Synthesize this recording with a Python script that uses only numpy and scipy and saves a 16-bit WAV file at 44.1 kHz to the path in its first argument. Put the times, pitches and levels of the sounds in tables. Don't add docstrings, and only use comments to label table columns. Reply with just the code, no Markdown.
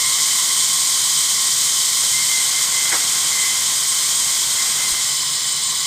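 import sys
import numpy as np
from scipy import signal
from scipy.fft import rfft, irfft
from scipy.io import wavfile

SR = 44100
rng = np.random.default_rng(int(sys.argv[2]) if len(sys.argv) > 2 else 0)


def pcm_store(signal):
    levels = np.round(np.clip(np.atleast_2d(signal), -1, 1) * 32767)
    wavfile.write(sys.argv[1], SR, levels.astype(np.int16).T)


N = 258426
TIME = np.arange(N) / SR
BINS = np.maximum(np.arange(N // 2 + 1) * SR / N, 1)


def from_db(db):
    return 10 ** (np.asarray(db) / 20)


def rms_one(x):
    return x / np.sqrt(np.mean(x ** 2) + 1e-20)


def in_time(rows):
    return np.interp(TIME, *np.transpose(rows))


def white():
    return rng.standard_normal(N)


def drift(corner_hz):
    return rms_one(irfft(rfft(white()) / (1 + (BINS / corner_hz) ** 2), N))


def swell(start, length, attack_s, release_s):
    age = TIME - start
    return np.clip(age / attack_s, 0, 1) * np.exp(-np.clip((age - length) / release_s, 0, 30))


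def coloured(x, spectrum):
    hz, db = np.transpose(spectrum)
    gain = from_db(np.interp(np.log(BINS), np.log(hz), db))
    return rms_one(irfft(rfft(x) * gain, N))


def resonate(x, modes):
    power = sum(from_db(db) ** 2 / (1 + 2 * ((BINS - hz) / width) ** 2) ** 2 for hz, width, db in modes)
    return rms_one(irfft(rfft(x) * np.sqrt(power), N))


def shed(x, wet_db, t60=0.24):
    t = TIME[:SR // 2]
    tail = rng.standard_normal(len(t)) * from_db(-60 * t / t60) * (t > .005)
    reflections = signal.fftconvolve(x, tail / np.linalg.norm(tail))[:N]
    wet = from_db(wet_db)
    return (x + wet * reflections) / np.sqrt(1 + wet ** 2)


def chips(burst_db=0.78, flutter_db=0.46):
    return white() * from_db(burst_db * drift(1300) + flutter_db * drift(45))


def low_rumbles(bump_hz=52, bump_t60=0.058):
    # start in seconds, length in seconds, level in dB.
    rumbles = [(0, .05, -48), (2.0, .16, -51.5), (2.4, .55, -61), (3.25, .22, -58), (4.15, 0.84, -56)]
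    # start in seconds, initial level in dB.
    bumps = [(4.447, -43), (4.92, -28)]
    level = sum(from_db(db) * swell(s, length, attack_s=.05, release_s=.04) for s, length, db in rumbles)
    out = level * coloured(white(), [(10, 9), (35, 3), (80, 9), (200, -20), (1000, -48)])
    for start, db in bumps:
        age = np.clip(TIME - start, 0, 1)
        out += from_db(db - 60 * age / bump_t60) * np.sin(2 * np.pi * bump_hz * age)
    return out


def drive_rumble(level_db=-47):
    # frequency in Hz, relative density in dB.
    spectrum = [(20, -46), (40, -33), (62, -14), (100, -3.5), (125, -3.5), (144, 3.5), (175, -4.5),
                (300, -11.5), (600, -14), (1500, -29)]
    return from_db(level_db) * coloured(white(), spectrum)


def plank_rasp(gain_db=6.5):
    # time in seconds, relative level in dB.
    rub = [(0, -41.3), (1.9, -42), (2.95, -38), (3.9, -41), (4.5, -40), (4.7, -38.3), (4.95, -39.5),
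           (5.15, -43), (5.86, -44.5)]
    # frequency in Hz, relative density in dB.
    spectrum = [(30, -23), (100, -16), (250, -6.5), (540, -5), (640, -6.5), (790, 0), (980, -1),
                (1250, -0.5), (1400, 1), (1550, 2.5), (1760, 0), (2300, 1.5), (2800, -0.5), (4000, -12)]
    return from_db(in_time(rub) + gain_db) * coloured(chips(), spectrum)


def plank_knocks(t60=0.089, relative_width=0.55):
    # start in seconds, level in dB, pitch of the contact in Hz.
    knocks = [(2.033, -28.5, 1400), (2.918, -22, 1900), (2.925, -19.5, 2200), (2.929, -24, 1000),
              (2.936, -22, 850), (2.951, -25, 1100)]
    # frequency in Hz, width in Hz, relative level in dB.
    modes = [(270, 120, 2), (550, 150, 3.5), (930, 260, 0.5), (1300, 140, -1), (1610, 310, 3.5),
             (2160, 310, 2)]
    out = np.zeros(N)
    for start, db, hz in knocks:
        age = np.maximum(TIME - start, 0)
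        wood = resonate(white(), modes)
        contact = resonate(wood, [(hz, relative_width * hz, 0), (hz, 2 * hz, -10)])
        out += contact * (age > 0) * from_db(db - 60 * np.minimum(age / t60, 4))
    return shed(out, wet_db=-6, t60=0.26)


def splinter_spits(t60=0.13):
    # start in seconds, level in dB.
    splinters = [(1.085, -29), (4.905, -29)]
    level = sum((TIME > s) * from_db(db - 60 * np.clip((TIME - s) / t60, 0, 4)) for s, db in splinters)
    return level * resonate(chips(), [(9800, 3300, 0)])


def pinch_squeal(jitter_hz=28, flicker_db=1.5):
    # start in seconds, length in seconds, pitch in Hz, level in dB.
    pinches = [(0, 0.074, 2125, -33.5), (2.115, 0.086, 2090, -28.5), (2.268, 0.13, 2092, -28.5),
               (2.52, 0.048, 2080, -31.5), (2.71, .18, 2062, -30), (2.984, 0.054, 2090, -36),
               (3.295, 0.21, 2064, -29.5), (3.527, 0.062, 2075, -35), (4.56, 0.041, 2074, -29.5),
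               (4.775, 0.093, 2060, -30.5), (4.917, .07, 2070, -34)]
    waver_cycles = np.cumsum(jitter_hz * drift(127)) / SR
    tone = np.zeros(N)
    for start, length, hz, db in pinches:
        envelope = from_db(db) * swell(start, length, attack_s=0.032, release_s=0.049)
        tone += envelope * np.sin(2 * np.pi * (hz * TIME + waver_cycles))
    return shed(np.sqrt(2) * tone * from_db(flicker_db * drift(70)), wet_db=-20)


def blade_ring(gain_db=-8.5):
    # frequency in Hz, width in Hz, relative level in dB.
    modes = [(3300, 23, 5.5), (3627, 25, -13), (4110, 130, -0.5), (4580, 28, -4), (5030, 240, -2),
             (5604, 48, 7), (6080, 64, 4), (6530, 140, -1), (7110, 54, 7.5), (7400, 45, 6), (7660, 45, -4),
             (8180, 65, 11), (8390, 120, 7)]
    return from_db(gain_db) * resonate(chips(), modes)


def blade_whistle(pitch_hz=8215, wobble_hz=39.4, jitter_hz=30, flicker_db=5.5, gain_db=-12.5):
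    turns_per_s = 5.3 * (1 + 0.148 * drift(3.1))
    turns = np.cumsum(turns_per_s) / SR
    hz = pitch_hz + wobble_hz * np.sin(2 * np.pi * turns) + jitter_hz * drift(69)
    tone = np.sin(2 * np.pi * np.cumsum(hz) / SR) * from_db(flicker_db * drift(26))
    return from_db(gain_db) * rms_one(shed(tone, wet_db=1))


def tooth_tone(feed, tooth_hz=1071, jitter_hz=24, tone_db=-9, sway_db=0.98, gain_db=4):
    # time in seconds, relative level in dB.
    bite = [(0, -34.8), (1.1, -37.2), (3.6, -37.8), (5.35, -39.5), (5.55, -37.5), (5.86, -37.5)]
    # frequency in Hz, width in Hz, relative level in dB.
    bands = [(1038, 82, -5), (1140, 69, -8), (1265, 45, -12.5), (1913, 49, -4), (2001, 55, -3.5),
             (2113, 63, -2), (2240, 81, -8), (3083, 36, 3), (3300, 55, -21)]
    phase = 2 * np.pi * np.cumsum(tooth_hz + jitter_hz * drift(59.8)) / SR
    tone = np.sin(phase) * from_db(2.2 * drift(40))
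    tone = from_db(tone_db) * rms_one(shed(tone, wet_db=-7))
    rough = resonate(chips(), bands)
    return from_db(in_time(bite) + sway_db * feed + gain_db) * (rough + tone)


def thinning_hiss():
    # time in seconds, share of the power in narrow bands.
    thinning = [(0, 0.15), (4.7, 0.08), (5.0, 0.3), (5.25, 0.82), (5.86, 0.93)]
    # frequency in Hz, relative density in dB.
    spectrum = [(40, -42), (250, -29.5), (2500, -31), (2900, -18.5), (3080, -2.5), (3400, -4), (4300, -5),
                (5050, -3), (5900, -4), (6500, -0.4), (7300, -0.5), (8000, -1), (8900, -3.5), (9900, -10.5),
                (12400, -14), (14400, -18)]
    # frequency in Hz, width in Hz, relative level in dB.
    bands = [(3043, 120, -1.5), (3370, 210, -1.5), (3600, 76, -2.5), (3814, 78, 0.5), (4080, 220, 0),
             (4410, 100, 0), (4710, 170, -3.5), (4960, 240, 1), (5320, 190, 0.5), (6210, 120, 2),
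             (6610, 120, -2.5), (7060, 100, 4), (7300, 200, 2.5), (7900, 130, 0.5), (8250, 170, -0.5),
             (8870, 150, -1), (9620, 400, -7.5), (10470, 150, -9), (11300, 110, -17), (11900, 130, -15),
             (12500, 330, -14), (13620, 190, -16), (14450, 230, -16), (15220, 330, -15)]
    share = in_time(thinning)
    broad = np.sqrt(1 - share) * coloured(chips(), spectrum)
    narrow = np.sqrt(share) * resonate(chips(), bands)
    return shed(broad + narrow, wet_db=-11)


def kerf(feed, midway_sway_db=0.14, sway_growth_db_per_s=1, gain_db=-0.5):
    # time in seconds, relative level in dB.
    cut = [(0, -17.5), (2.44, -17.2), (2.52, -18.4), (4.4, -18.5), (4.92, -19), (5.0, -19.5), (5.3, -21),
           (5.86, -20.4)]
    sway_db = midway_sway_db * feed * from_db(sway_growth_db_per_s * (TIME - TIME.mean()))
    steel = blade_ring() + blade_whistle()
    return from_db(in_time(cut) + sway_db + gain_db) * (thinning_hiss() + steel)


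def scene():
    feed = drift(corner_hz=6)
    sound = kerf(feed) + tooth_tone(feed) + plank_rasp() + drive_rumble()
    sound += pinch_squeal() + plank_knocks() + splinter_spits() + low_rumbles()
    return np.stack([sound, sound])


def record(dry):
    low_pass = signal.firwin(numtaps=801, cutoff=15550, fs=SR)
    return signal.fftconvolve(dry, low_pass[None], "same", axes=1)


dry = scene()
out = record(dry)
pcm_store(out)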